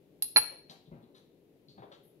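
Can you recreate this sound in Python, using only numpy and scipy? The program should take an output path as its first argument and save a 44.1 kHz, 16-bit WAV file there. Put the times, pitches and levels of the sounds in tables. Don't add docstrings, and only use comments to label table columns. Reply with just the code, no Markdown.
import sys
import numpy as np
from scipy import signal
from scipy.fft import rfft, irfft
from scipy.io import wavfile
from scipy.ndimage import uniform_filter1d

SR = 44100
rng = np.random.default_rng(int(sys.argv[2]) if len(sys.argv) > 2 else 0)


def master(y):
    cut = np.clip(np.atleast_2d(y).T, -1, 1)
    pcm = np.round(cut * 32767)
    wavfile.write(sys.argv[1], SR, pcm.astype(np.int16))


def convert_level_to_amplitude(level_db):
    exponent = np.asarray(level_db, float) / 20
    return 10 ** exponent


N = 97020
T = np.arange(N) / SR
PUSH_S = 0.00062
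RIM_TWIST = 1

# (time [s], stone knock [dB], bowl ring [dB], rim ring [dB])
CONTACTS = [(0.3607, -12.5, -12.5, -41.5), (0.3685, -12, -27.5, -45.5), (0.3694, -29, -28.5, -24.5),
            (.3715, -27.5, -29.5, -22.5), (.3730, -20, -32.5, -25), (0.3753, -23.5, -33, -24.5),
            (0.3787, -19, -31, -23), (.3815, -22, -24, -27), (.3838, -25.5, -33.5, -29),
            (.3860, -26, -31, -32.5), (.3930, -25.5, -32, -39.5)]
TICK_S = [.2231, .2296, .2432]
# (body [dB], crack [dB], rim [dB])
TICKS = [
    (-22.5, -24, -18.5),
    (-39.5, -33, -36.5),
    (-35.5, -48, -44),
]
RIM_HZ = [9300, 10540, 10695, 10845, 10960, 11170, 11400, 11542, 11600, 12240, 12908, 13300, 13735, 14490]


def read(table, hz, column=1):
    table = np.array(table)
    return np.interp(np.log(hz), np.log(table[:, 0]), table[:, column])


def band(x, hz, width):
    centre = min(hz, .45 * SR)
    sharpness = max(hz / width, .2)
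    return signal.lfilter(*signal.iirpeak(centre, sharpness, fs=SR), x)


def unit(x):
    return x / np.sqrt(np.mean(x ** 2))


def ring(contacts, modes, column, push, spread=0):
    left_lag_s = .000148
    out = np.zeros((2, N))
    scatter = 3.1 * rng.standard_normal((len(contacts), len(modes)))
    twist = spread * rng.standard_normal(len(modes))
    for row, chance in zip(contacts, scatter):
        first = int(row[0] * SR) - 8
        last = first + SR // 2
        for side, lag in ((0, left_lag_s), (1, 0)):
            t = np.maximum(T[first:last] - row[0] - lag, 0)
            for (hz, db, t60, pan), c, turn in zip(modes, chance, twist):
                fade = np.exp(-np.log(1000) * t / t60) * (1 - np.exp(-t / push))
                level = convert_level_to_amplitude(row[column] + db + c - pan * side)
                out[side, first:last] += level * fade * np.sin(2 * np.pi * hz * t + turn * (1 - side))
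    return out


def muting(start, drop_db):
    return convert_level_to_amplitude(drop_db * np.clip((T - start) / 0.0012, 0, 1))


def stone_knock():
    stone_hz = [382, 540, 660, 872, 995, 1265, 1400, 1690, 1876, 2010, 2275, 2546, 2722, 3240]
    # (level [dB], fade by 60 dB [s], left-right [dB])
    stone = [(-28.5, 0.017, 2.5), (-25.5, 0.024, 1), (-26, 0.028, -0.5), (-19, 0.07, 1), (-16, 0.04, 0.5),
             (-15.5, 0.015, 2), (-14.5, 0.022, 0.5), (-15.5, 0.038, 1), (-15, 0.03, 3.5), (5, 0.0022, 4),
             (-16, 0.035, 4), (-16.5, 0.025, 5.5), (-17.5, 0.014, 6), (-25, 0.025, 3)]
    knock = ring(CONTACTS, np.c_[stone_hz, stone], 1, PUSH_S / 4)
    return signal.sosfilt(signal.butter(N=2, Wn=260, btype="high", fs=SR, output="sos"), knock)


def bowl_ring():
    bowl_hz = [4164, 4287, 4750, 5184, 5600, 6480]
    # (level [dB], fade by 60 dB [s], left-right [dB])
    bowl = [(-10.5, .15, -5.5), (-2.5, 0.27, -4.5), (-8.5, 0.01, 1), (-10.5, 0.0067, -2),
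            (-16.5, 0.0025, -5), (-21.5, 0.022, 0)]
    return ring(CONTACTS, np.c_[bowl_hz, bowl], 2, PUSH_S) * muting(.3733, -12.5)


def rim_ring():
    # (level [dB], fade by 60 dB [s], left-right [dB])
    rim = [(-28, 0.033, -6), (-9, .05, 1.5), (6.5, .09, -2.5), (-2, .1, -2), (-9.5, 0.052, -2),
           (-8.5, 0.087, -2.5), (-12, 0.06, 0), (-4.5, 0.08, -0.5), (-10, 0.04, 0.5), (-15.5, 0.048, 6.5),
           (-12.5, 0.034, 6.5), (-17.5, 0.035, 6.5), (-11, .07, 7), (-17, .07, 6.5)]
    return ring(CONTACTS, np.c_[RIM_HZ, rim], 3, PUSH_S / 2, RIM_TWIST)


def lingering_ring():
    linger_hz = [871, 4165, 4289, 4330]
    # (level [dB], fade by 60 dB [s], left-right [dB])
    linger = [(-26, .13, 3), (-31.5, 0.56, -0.5), (-27, .32, -1), (-29, 0.23, -3)]
    rim_linger_hz = [10695, 10848, 11545, 13735, 14490]
    # (level [dB], fade by 60 dB [s], left-right [dB])
    rim_linger = [(-17, .2, -2), (-24, .17, -2), (-12, .22, 2), (-24, .2, 7), (-23, 0.27, 7)]
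    bowl = ring(CONTACTS, np.c_[linger_hz, linger], 1, PUSH_S)
    return bowl + ring(CONTACTS, np.c_[rim_linger_hz, rim_linger], 3, PUSH_S, RIM_TWIST)


def first_ticks():
    tick_body_hz = [888, 1335, 1800, 2794, 4204, 4290, 4850, 5179, 5706, 6800]
    # (level [dB], fade by 60 dB [s], left-right [dB])
    tick_body = [(-25, .06, 3), (-20, .012, 2), (-17.5, .01, 2), (-13, .03, 3.5), (-9, 0.041, -4.5),
                 (-24, .1, -4.5), (1, 0.0098, -4), (-1.5, .012, -2.5), (-13.5, 0.0081, -2),
                 (-9, 0.046, 0.5)]
    # (level [dB], fade by 60 dB [s], left-right [dB])
    tick_rim = [(-28, .03, -6), (-4.5, .03, 2), (1.5, .06, -2), (-4, 0.084, -2), (-5.5, 0.04, -2),
                (-9, .05, -1.5), (-8.5, 0.06, 0.5), (-5, 0.12, -1), (-9, .08, 2.5), (-16.5, 0.048, 6),
                (-14, 0.058, 7), (-17, 0.035, 6), (-11.5, .03, 7), (-13, .12, 6)]
    ticks = np.c_[TICK_S, TICKS]
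    body = ring(ticks, np.c_[tick_body_hz, tick_body], 1, PUSH_S / 4)
    return body + ring(ticks, np.c_[RIM_HZ, tick_rim], 3, PUSH_S / 4, RIM_TWIST)


def rim_crack():
    crack_db, crack_s = -1.5, 0.0018
    strikes = [(s, row[1]) for s, row in zip(TICK_S, TICKS)]
    strikes += [(row[0], row[3] + crack_db) for row in CONTACTS]
    puff = sum(convert_level_to_amplitude(db) * np.exp(-np.maximum(T - s, 0) / crack_s) * (T > s) for s, db in strikes)
    burst = puff * rng.standard_normal((2, N))
    low = convert_level_to_amplitude(7) * band(band(burst, 5300, 1500), 5300, 2500)
    middle = convert_level_to_amplitude(-4.5) * band(band(burst, 7500, 2300), 7500, 2300)
    high = band(band(burst, 12000, 3800), 12500, 6000)
    return low + middle + high


def lid():
    muted = muting(.387, -15)
    knock, bowl, rim = stone_knock(), bowl_ring(), rim_ring()
    crack, tick = rim_crack(), first_ticks()
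    near = muted * (knock + bowl + rim) + crack + lingering_ring() + tick
    into_room = muted * (knock + convert_level_to_amplitude(-5) * bowl + convert_level_to_amplitude(-5) * rim) + crack + convert_level_to_amplitude(-1.5) * tick
    top = signal.ellip(N=6, rp=.2, rs=40, Wn=14700, fs=SR, output="sos")
    return signal.sosfilt(top, near), signal.sosfilt(top, into_room[1])


def bump(start, length):
    t = np.maximum(T - start, 0) / length
    return (1 - np.exp(-t / 0.05371)) * np.exp(-t ** 2.4)


def board_thuds():
    # (time [s], level [dB], pitch [Hz], length [s])
    thuds = [(0.235, -71, 61, 0.048), (0.375, -55, 112, 0.035), (0.895, -63, 61, 0.039),
             (0.514, -55.5, 564, 0.03), (0.521, -63, 1050, 0.025), (0.694, -52.5, 171.4, 0.024),
             (0.872, -50.5, 171.3, 0.025), (0.911, -48, 177.2, 0.053), (0.915, -54, 376, 0.029),
             (0.916, -61.5, 600, 0.029), (0.969, -57.5, 132, 0.043), (1.026, -56, 245, 0.018),
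             (1.097, -63.5, 304, 0.03), (1.677, -63, 160, 0.074), (1.765, -54.5, 208.6, 0.04),
             (1.786, -54.5, 330, 0.017), (1.792, -58, 138.3, 0.05), (1.821, -51, 434.6, 0.028),
             (1.835, -54.5, 623, 0.015), (1.91, -55.5, 579.5, 0.029), (1.96, -67, 171, 0.043)]
    sag_per_s, tone_db, noise_db = 3.8, 1, -2
    out = np.zeros(N)
    for s, db, hz, length in thuds:
        t = np.maximum(T - s, 0)
        tone = np.sin(2 * np.pi * hz * t * (1 - sag_per_s * t / 2))
        noise = unit(band(rng.standard_normal(N), hz, 0.97 * hz))
        push = bump(s, length) * (convert_level_to_amplitude(tone_db) * tone + convert_level_to_amplitude(noise_db) * noise)
        out += convert_level_to_amplitude(db) * band(band(push, hz, 2.4 * hz), hz, 2.4 * hz)
    return out


def sole_scuffs():
    # (time [s], length [s], level [dB], centre [Hz], width [Hz])
    scuffs = [(0.684, 0.075, -62, 1715, 2500), (0.692, 0.058, -58.5, 700, 630),
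              (0.696, 0.021, -51, 4010, 1610), (0.698, 0.036, -57.5, 6030, 3940),
              (0.7, 0.036, -67.5, 10900, 5000), (0.854, 0.031, -71.5, 3720, 1000),
              (0.908, 0.15, -66, 589.6, 700), (0.921, 0.048, -80, 2190, 1500),
              (1.025, 0.038, -73, 3820, 892), (1.141, 0.065, -70.5, 1110, 1433),
              (1.145, 0.048, -62.5, 3940, 1400), (1.146, 0.045, -72, 6200, 2960),
              (1.149, .05, -73, 9900, 5000), (1.682, 0.058, -61, 4400, 750),
              (1.686, 0.048, -72.5, 3600, 1196), (1.690, 0.035, -73.5, 6540, 3010),
              (1.774, 0.039, -55, 710, 700), (1.776, 0.047, -70, 3700, 900), (1.821, 0.024, -53, 800, 790),
              (1.829, 0.024, -68, 3370, 800), (1.864, 0.02, -64, 850, 600),
              (1.916, 0.04, -58.5, 3800, 1900), (1.916, 0.035, -59.5, 1040, 1400),
              (1.92, 0.046, -72.5, 6740, 3000), (2.031, 0.054, -66.5, 11330, 3080)]
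    grit_db = 3.5
    out = np.zeros(N)
    for s, length, db, hz, width in scuffs:
        grit = rng.standard_normal(N) * convert_level_to_amplitude(grit_db * rng.exponential(size=N))
        out += convert_level_to_amplitude(db) * bump(s, length) * unit(band(band(grit, hz, width), hz, 0.71 * width))
    return out


def air(size):
    hz = np.fft.rfftfreq(size, 1 / SR) + 1
    alike = 1.1 * np.exp(-(hz / 700) ** 2 - (65 / hz) ** 2)
    mid, side = rfft(rng.standard_normal((2, size)))
    shared = np.sqrt(1 + alike) * mid
    opposed = np.sqrt(1 - alike) * side * np.array([[1], [-1]])
    return hz, (shared + opposed) / np.sqrt(2)


def kitchen(x):
    # (pitch [Hz], fade by 60 dB [s], level [dB])
    room = [(100, 0.45, -21), (400, 0.96, -8), (1000, 0.31, -8.5), (2500, 0.51, -8.5), (5000, .5, -10.5),
            (10000, 0.33, -5.5), (14910, 0.39, -9)]
    rise_s = 0.0015
    size = SR
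    hz, spec = air(size)
    t, tail = T[:size], 0
    for centre in 60 * 2 ** np.arange(0, 8.5, .5):
        share = np.maximum(1 - 2 * abs(np.log2(hz / centre)), 0)
        t60 = read(room, centre)
        fade = np.exp(-np.log(1000) * t / t60)
        level = convert_level_to_amplitude(read(room, centre, 2)) * np.sqrt(2 * np.log(1000) / t60 / SR)
        tail = tail + irfft(spec * share, size) * fade * level
    return signal.fftconvolve(x[None], tail * (1 - np.exp(-t / rise_s)), axes=1)[:, :N]


def walk(rate):
    k = int(SR / rate)
    return unit(uniform_filter1d(uniform_filter1d(rng.standard_normal(N), k), k))


def ventilation():
    # (pitch [Hz], level [dB per Hz])
    rumble_levels = [(15, -50.5), (25, -19.5), (76, -19), (157, -5.5), (237, -10.5), (279, -4), (319, -7),
                     (409, -4.5), (1300, -41), (1690, -74.5), (2860, -120)]
    hiss_db, total_db = -36, -62.5
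    hz, spec = air(N)
    rumble = irfft(spec * convert_level_to_amplitude(read(rumble_levels, hz)) / (1 + (hz / 1300) ** 6), N) * convert_level_to_amplitude(.8 * walk(9.7))
    hiss = irfft(spec * convert_level_to_amplitude(hiss_db) / (1 + (600 / hz) ** 4), N) * convert_level_to_amplitude(.5 * walk(4))
    return unit(rumble + hiss) * convert_level_to_amplitude(total_db)


def scene():
    far_wet_db, left_gain_db = 7, 4.5
    near, into_room = lid()
    feet = board_thuds() + sole_scuffs()
    feet_in_ears = np.array([feet, np.roll(feet, 15)])
    diffuse = kitchen(into_room + convert_level_to_amplitude(far_wet_db) * feet) + feet_in_ears + ventilation()
    return near + diffuse * convert_level_to_amplitude(np.array([[left_gain_db], [-left_gain_db]]) / 2)


def top_cut(x):
    return signal.sosfilt(signal.butter(12, 15820, fs=SR, output="sos"), x)


def record(dry):
    # (pitch [Hz], level [dB])
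    mic = [(1300, -0.5), (2400, 3.5), (4000, 0), (5200, -5.5), (8200, -9.5), (9500, -8.5), (11000, -2),
           (13500, -4)]
    top_hz = 15600
    cep = irfft(np.log(convert_level_to_amplitude(read(mic, np.linspace(1, SR / 2, 513)))))
    cep[1:512] = 2 * cep[1:512]
    cep[513:] = 0
    taps = irfft(np.exp(rfft(cep)))[:256]
    coloured = signal.lfilter(taps, 1, dry)
    mix = signal.sosfilt(signal.ellip(8, .2, 60, top_hz, fs=SR, output="sos"), coloured)
    return top_cut(mix)


dry = scene()
out = record(dry)
master(out)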